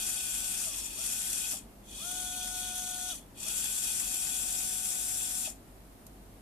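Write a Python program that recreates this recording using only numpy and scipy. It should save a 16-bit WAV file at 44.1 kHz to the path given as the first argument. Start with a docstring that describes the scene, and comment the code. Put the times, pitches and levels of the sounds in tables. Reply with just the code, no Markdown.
"""A small brushed gearmotor, held in the hand close to the stereo microphone, is jogged by a joystick:
forwards with one sag in speed, backwards, then forwards again. Its five-slot rotor whines in tones locked
to its angle, the brushes sizzle on the commutator as coloured noise with sparks, and the gear teeth
chatter as noise bursts ringing the metal case. Dull knocks follow two of the releases; late on, a part
ticks in the hand. A quiet room lies behind: low rumble, faint hiss and a wavering hum."""
import sys
import numpy as np
from scipy import signal
from scipy.fft import rfft, irfft
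from scipy.io import wavfile
from scipy.ndimage import map_coordinates

SR = 44100
rng = np.random.default_rng(int(sys.argv[2]) if len(sys.argv) > 2 else 0)


def unload_wav(signal):
    """Save mono or channel-first audio to the path in sys.argv[1] as 16-bit WAV at rate SR, clipped to [-1, 1]."""
    wavfile.write(
        sys.argv[1],
        SR,
        np.round(np.clip(np.atleast_2d(signal).T, -1, 1) * 32767).astype(np.int16),
    )


N = 282680
TIME = np.arange(N) / SR  # seconds
FREQS = np.maximum(np.arange(N // 2 + 1) * SR / N, 1)  # Hz, kept above 0 for the logarithm

# Pushes of the joystick. Each row: start in seconds, push length in seconds, release in seconds,
# let-go length in seconds, 1 if backwards, brush level in dB, gear level in dB, gear fade in dB per second,
# brake rattle in dB, treble singing in dB, squeak in dB relative to the sizzle.
JOYSTICK_RUNS = [(-.2, .1, 1.508, .084, 0, -37.5, -47.5, 1.5, 0, -3.5, -27),
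                 (1.812, .21, 3.105, .081, 1, -41.5, -48.5, 1.7, 5, 0.5, -40),
                 (3.329, .129, 5.46, .04, 0, -38, -47.5, 4, 9.5, 1.2, -9)]
# The thumb eases off once in the first run. Each row: time in seconds, share of full drive.
THUMB_EASE = [(.615, 1), (.699, .713), (.937, .552), (.976, 1)]
# Tones locked to the rotor. Each row: cycles per revolution, base level forwards in dB,
# base level backwards in dB, left over right in dB.
ROTOR_TONES = [(4, -74, -74, -4), (5, -59, -52, 0), (6, -76, -72, 5), (9, -70, -86, 1), (10, -61, -54, -1),
               (11, -75, -78, 2), (23, -61, -60, -12), (25, -64, -60, 1), (26, -65, -57, 4),
               (30, -66, -58, 2), (35, -66, -64, 2), (39, -61, -64, -3), (40, -59, -57, 0),
               (45, -55, -49, 5), (50, -45, -56, 14), (53, -53, -71, 11), (54, -56, -55, 14),
               (55, -57, -51, 7), (59, -55, -60, 9), (60, -52, -56, 8), (64, -55, -63, 4),
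               (65, -51, -56, 7), (66, -62, -53, 10), (70, -47, -63, 7), (74, -61, -58, 4),
               (75, -53, -59, 5), (76, -57, -68, 4), (78, -55, -65, 3), (90, -55, -61, -7),
               (95, -56, -58, -3)]
# Lift of the low slot tones when running forwards. Each row: time in seconds, lift in dB.
SLOT_LIFT = [(.4, -6), (1.1, -8.5), (3.9, -8), (4.1, -2)]
# Colour of the brush sizzle. Each row: frequency in Hz, forwards in dB, backwards in dB,
# left over right in dB.
BRUSH_COLOUR = [(500, -30.5, -37, -1), (1120, -16.5, -24.5, 2.5), (2100, -15.5, -24, -0.5),
                (4330, -12.5, -19, -2), (5090, -9, -18.5, 4.5), (5860, -3.5, -10, -1), (6320, -4, -8, 2),
                (7000, -2, -9, 10.5), (8050, 0, -9.5, 4.5), (9470, -0.5, -8, 11.5),
                (11470, -7.5, -14, -2.5), (12500, -6, -15.5, 2), (14400, -12.5, -18, -10)]
# Resonances of the brush holder. Each row: frequency in Hz, half-width in Hz, forwards lift in dB,
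# backwards lift in dB.
BRUSH_HOLDER_MODES = [(5370, 47, 6.5, 3), (6600, 150, 0, -3), (7200, 100, 6, 2), (8050, 120, 3.5, 1.5),
                      (8900, 78, 3, 1.5), (9500, 120, 2, 2), (11600, 110, 7, 0)]
# Resonances of the gear case. Each row: frequency in Hz, width in Hz, forwards in dB, backwards in dB.
GEAR_CASE_MODES = [(842, 100, -13, -24), (2492, 110, -2.5, -6), (2598, 100, -3.5, -15),
                   (2823, 77, -5.5, -14), (3005, 58, -6, -5.5), (3258, 120, -2, -2.5), (3430, 83, 0.5, 2.5),
                   (3770, 125, -6, -6.5), (4377, 130, -6.5, -7.5), (4726, 99, -5, -15)]
# The gear train takes up its slack on braking. Each row: time in seconds, strike level in dB.
SLACK_KNOCKS = [(1.535, -48), (5.47, -46)]
# Ring of that knock. Each row: frequency in Hz, level in dB, time to fall by 60 dB in seconds.
KNOCK_RING = [(625, 4, 0.075), (763, 0.5, 0.14), (840, 4, 0.045), (1246, -6, 0.045)]
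# A small tick as the parts are turned in the hand. Each row: time in seconds, strike level in dB.
HAND_TICKS = [(6.0665, -42)]
# Room background. Each row: frequency in Hz, level in dB per Hz.
ROOM_COLOUR = [(10, -90), (25, -81), (50, -76), (78, -83), (150, -82), (240, -79), (480, -89), (700, -87),
               (1100, -95), (2000, -100), (3500, -104), (6000, -106), (9500, -102), (14000, -103)]
# Tones of the room. Each row: frequency in Hz, level in dB relative to DEEP_HUM_DB.
ROOM_TONES = [(48.8, 0), (100, -11), (200, -9.5)]
# Likeness of the room in the two channels. Each row: frequency in Hz, likeness from 0 to 1.
ROOM_SHARED = [(60, 0.75), (290, 0.98), (620, 0.3), (1400, 0.03), (6000, 0)]

# rotor speed at full drive, in revolutions per second
FORWARD_RPS, BACKWARD_RPS = 148.85, 146.4
INERTIA_S = .029  # time constant with which the rotor follows the drive
SLOT_BACKWARD_DB = 1.6  # lift of the low slot tones backwards
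# running forwards, the case rings when the slot tone glides through this resonance
CASE_RING_HZ, CASE_RING_WIDTH_HZ, CASE_RING_DB = 638, 37, 17
# friction grows with speed by these powers
BRUSH_POWER, GEAR_POWER = 1.12, 0.87
# sparks at the brushes: mean rate, decay constant, size relative to the steady contact
SPARKS_PER_S, SPARK_DECAY_S, SPARK_DB = 130, 0.0045, -13.5
BRAKE_RATTLE_S = 0.023  # on release the teeth change flanks and rattle for about this long
DEEP_HUM_DB = -59
CUTOFF_HZ = 14250


def rotor_speed():
    """The joystick ramps the drive up and down; the rotor, already running, follows with a lag."""
    drive = np.zeros(N)
    for start, push, release, let_go, backwards, *_ in JOYSTICK_RUNS:
        rise, fall = (TIME - start) / push, 1 - (TIME - release) / let_go
        held = np.clip(np.minimum(rise, fall), 0, 1)
        drive += held * (BACKWARD_RPS if backwards > .5 else FORWARD_RPS)
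    drive *= in_time(THUMB_EASE)[0]
    keep = np.exp(-1 / (INERTIA_S * SR))
    lagged = signal.lfilter([1 - keep], [1, -keep], drive - drive[0])
    return np.maximum(drive[0] + lagged, 0)


def whine(turns, speed, backwards, singing_db, settled_db,
          flutter_db=2.0, rough=0.26, commutator_power=1.8, settle_share=0.53):
    """Slot and commutator tones: multiples of the rotor rate that fade quickly as it slows."""
    share = speed / speed.max()
    ringing = np.exp(-((5 * speed - CASE_RING_HZ) / CASE_RING_WIDTH_HZ) ** 2 / 2)
    forward_hum_db = in_time(SLOT_LIFT)[0] + CASE_RING_DB * ringing
    hum_db = np.where(backwards, SLOT_BACKWARD_DB, forward_hum_db)
    out = np.zeros((2, N))
    for order, forward_db, backward_db, side_db in ROTOR_TONES:
        level = np.where(backwards, from_db(backward_db) * share ** 2.7, from_db(forward_db))
        phase = 2 * np.pi * (order * turns + rng.random())
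        if order < 7:
            # five slots pass the magnets: a low tone and its side tones
            level = level * share ** 4 * from_db(hum_db + .4 * drift(12))
        elif order < 12:
            # ten commutations a revolution: this tone and its side tones last longest in a glide
            commutator_db = 1.7 - settle_share * settled_db + .7 * drift(12)
            level = level * share ** commutator_power * from_db(commutator_db)
        else:
            # high tones flutter with the contact and reach left and right a quarter cycle apart
            level = level * share ** 8 * from_db(singing_db + flutter_db * drift(14))
            phase = phase + rough * drift(40) + np.array([[0], [np.pi / 2]])
        out += level * panned(side_db) * np.sqrt(2) * np.sin(phase)
    return out


def brushes(turns, backwards, worn_share=0.37, chatter_db=0.6, patchy_db=1.58):
    """Brushes scrape over five segments; the worn track repeats with every revolution."""
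    worn = np.array([worn_track(turns), worn_track(turns)])
    scrape = stereo_noise(likeness=0.026) + worn_share * worn
    # the pressure changes with each segment, once a revolution, and as the springs chatter
    segments = contacts(turns, count=10, spread_db=0.5, depth=0.1)
    lopsided = 1 + .07 * np.sin(2 * np.pi * turns)
    scrape = scrape * segments * lopsided * from_db(chatter_db * drift(160))
    scrape = gritty(scrape, patchy_db)
    forward_db, backward_db, side_db = in_frequency(BRUSH_COLOUR)
    hz, width, forward_lift, backward_lift = np.array(BRUSH_HOLDER_MODES).T[:, :, None]
    peaks = 1 / (1 + ((FREQS - hz) / width) ** 2)
    forward_colour = forward_db + (forward_lift * peaks).sum(0)
    backward_colour = backward_db + (backward_lift * peaks).sum(0)
    low_cut = FREQS ** 2 / (FREQS ** 2 + 400 ** 2)
    ways = [coloured(scrape, from_db(db) * panned(side_db) * low_cut)
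            for db in (forward_colour, backward_colour)]
    ahead, back = [way / band_rms(way, 5500, 13000) for way in ways]
    return np.where(backwards, back, ahead)


def worn_track(turns, size=240):
    """Roughness of the commutator, the same on every revolution, from equally strong orders."""
    track = irfft(np.exp(2j * np.pi * rng.random(size // 2 + 1)), size)
    return map_coordinates(rms_one(track), [turns % 1 * size], mode="grid-wrap")


def gritty(x, patchy_db, count=24):
    """The sizzle flickers as each narrow band of it drifts in level on its own."""
    edges = np.linspace(0, CUTOFF_HZ, count + 1)
    spectrum, step = rfft(x), edges[1]
    # overlapping triangular bands add up to the whole below the cutoff
    bands = (irfft(spectrum * np.clip(1 - np.abs(FREQS - hz) / step, 0, 1), N) for hz in edges)
    return sum(band * from_db(patchy_db * drift(22)) for band in bands)


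def sparking():
    """The brushes bounce and spark at random: uneven flares that die away over steady contact, rms 1."""
    struck = rng.random(N) < SPARKS_PER_S / SR
    sparks = struck * np.minimum(rng.exponential(1, N), 3)
    keep = np.exp(-1 / (SPARK_DECAY_S * SR))
    flares = signal.lfilter([1], [1, -keep], sparks + 1e-18)
    return rms_one(1 + from_db(SPARK_DB) * flares)


def squeaks(turns, ring_hz=7280, width_hz=260, side_db=11):
    """A brush sticks and slips: noise swells unevenly once a revolution and rings its spring."""
    slips = rng.standard_normal(N) * contacts(turns, count=1, spread_db=5.2, depth=.7)
    ring = coloured(slips, 1 / (1 + ((FREQS - ring_hz) / width_hz) ** 2))
    return rms_one(ring) * panned(side_db)


def gears(turns, backwards, rattle_db=1.45):
    """Uneven tooth contacts ring the resonances of the case."""
    meshing = contacts(turns, count=5, spread_db=0.5, depth=0.35)
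    teeth = stereo_noise(likeness=0.21) * meshing * from_db(rattle_db * drift(45))
    hz, width, forward_db, backward_db = np.array(GEAR_CASE_MODES).T[:, :, None]
    shapes = 1 / (1 + ((FREQS - hz) / width) ** 2) ** 2
    # the powers of the resonances add up
    ways = [coloured(teeth, np.sqrt((from_db(db) ** 2 * shapes ** 2).sum(0)))
            for db in (forward_db, backward_db)]
    ahead, back = [way / band_rms(way, 2300, 3700) for way in ways]
    return np.where(backwards, back, ahead)


def narrowed(x, corner_hz=1800, share=0.67):
    """Long waves from the motor reach left and right more alike than short ones."""
    mid = x.mean(0)
    return mid + coloured(x - mid, 1 - share / (1 + (FREQS / corner_hz) ** 4))


def knocks():
    """A dull ring of decaying sines as the gear train is braked."""
    t = TIME[:SR // 4]
    ring = sum(from_db(db - 60 * t / t60) * np.sin(2 * np.pi * hz * t) for hz, db, t60 in KNOCK_RING)
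    soft_onset = 1 - np.exp(-t / 0.0049)
    return signal.fftconvolve(strikes(SLACK_KNOCKS), ring * soft_onset)[:N]


def ticks():
    """A part clicks in the hand: a bright crack of high-passed noise with a short tail."""
    t = TIME[:SR // 4]
    decay = from_db(-60 * t / .028) + from_db(-15 - 60 * t / .13)
    high_pass = signal.butter(2, 6000, "high", fs=SR, output="sos")
    burst = signal.sosfilt(high_pass, rng.standard_normal((2, len(t))) * decay)
    return signal.fftconvolve(strikes(HAND_TICKS)[None], burst, axes=1)[:, :N]


def room(waver_db=2.0, waver_rate=7):
    """Low rumble and faint hiss, more alike in both channels at the bottom, with a wavering hum."""
    (colour_db,), (likeness,) = in_frequency(ROOM_COLOUR), in_frequency(ROOM_SHARED)
    likeness = np.clip(likeness, 0, 1)
    gain = from_db(colour_db) * np.sqrt(SR) / 2  # density per Hz to gain on white noise
    mid = coloured(rng.standard_normal(N), gain * np.sqrt(1 + likeness))
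    side = coloured(rng.standard_normal(N), gain * np.sqrt(1 - likeness))
    hum = np.zeros(N)
    for hz, db in ROOM_TONES:
        level = from_db(db + waver_db * drift(waver_rate))
        hum += level * np.sin(2 * np.pi * hz * TIME + .5 * drift(waver_rate))
    return mid + side * [[1], [-1]] + np.sqrt(2) * from_db(DEEP_HUM_DB) * hum


def from_db(db):
    """Decibels to gain."""
    return 10 ** (np.asarray(db) / 20)


def rms_one(x):
    """Scale to rms 1."""
    return x / np.sqrt(np.mean(x ** 2) + 1e-20)


def in_time(rows):
    """Each column of a curve at every sample."""
    s, *columns = np.transpose(rows)
    return [np.interp(TIME, s, c) for c in columns]


def in_frequency(rows):
    """Each column of a spectrum at every frequency."""
    hz, *columns = np.transpose(rows)
    return [np.interp(np.log(FREQS), np.log(hz), c) for c in columns]


def coloured(x, gain):
    """Filter by a gain per frequency."""
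    return irfft(rfft(x) * gain, N)


def band_rms(x, low, high):
    """Level of the centre of a stereo sound within a band in Hz."""
    return np.std(coloured(x.mean(0), (FREQS > low) & (FREQS < high)))


def drift(rate):
    """Slow random wander of rms 1, with two new points in every 1 / rate seconds."""
    points = rng.standard_normal(int(TIME[-1] * rate * 2) + 3)
    return rms_one(np.interp(TIME * rate * 2, np.arange(len(points)), points))


def panned(side_db):
    """Left and right gains for a level difference."""
    gains = from_db(np.array([[.5], [-.5]]) * side_db)
    return gains / np.sqrt(np.mean(gains ** 2, axis=0))


def stereo_noise(likeness):
    """White noise, partly shared by both channels."""
    mid, side = rng.standard_normal((2, N))
    likeness = np.clip(likeness, -1, 1)
    shared, opposed = np.sqrt(1 + likeness) * mid, np.sqrt(1 - likeness) * side
    return (shared + opposed * [[1], [-1]]) / np.sqrt(2)


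def strikes(rows):
    """One impulse for each row of seconds and dB."""
    out = np.zeros(N)
    for s, level_db in rows:
        out[int(s * SR)] = from_db(level_db)
    return out


def contacts(turns, count, spread_db, depth):
    """A swell for each of count contacts per revolution, each with a force of its own."""
    place = turns * count
    force = from_db(spread_db * rng.standard_normal(N))[place.astype(int)]
    swell = 1 + np.clip(depth, 0, 1) * np.cos(2 * np.pi * (place - .5))
    return rms_one(force * swell)


def scene(brush_waver_db=.5, gear_waver_db=0.88, waver_rate=9):
    """The rotor's angle drives the tones, the brushes and the gears; its speed sets how loud they are."""
    runs = np.array(JOYSTICK_RUNS)
    current_run = runs[np.searchsorted(runs[1:, 0], TIME)].T
    start, _, release, _, direction, brush_db, gear_db, fade_db, brake_db, singing_db, squeak_db = current_run
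    backwards = direction > .5
    speed = rotor_speed()
    share = speed / FORWARD_RPS
    # the speed is less even backwards, against the set of the brushes
    unsteady = np.where(backwards, .0016, .0006) * drift(18)
    turns = np.cumsum(speed * (1 + unsteady)) / SR

    scrape = sparking() * brushes(turns, backwards) + from_db(squeak_db) * squeaks(turns)
    sizzle_db = brush_db + brush_waver_db * drift(waver_rate)
    sizzle = share ** BRUSH_POWER * from_db(sizzle_db) * scrape

    # the gears settle as a run goes on, and may rattle again when it is braked
    settled_db = fade_db * (TIME - start)
    rattle_db = brake_db * np.exp(-((TIME - release) / BRAKE_RATTLE_S) ** 2)
    mesh_db = gear_db - settled_db + rattle_db + gear_waver_db * drift(waver_rate)
    chatter = share ** GEAR_POWER * from_db(mesh_db) * gears(turns, backwards)

    tones = whine(turns, speed, backwards, singing_db, settled_db)
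    motor = narrowed(sizzle + chatter) + tones + knocks()
    return motor + ticks() + room()


def record(dry):
    """The top is cut steeply by an elliptic low-pass."""
    low_pass = signal.ellip(12, .2, 80, CUTOFF_HZ, fs=SR, output="sos")
    return signal.sosfilt(low_pass, dry)


dry = scene()
out = record(dry)
unload_wav(out)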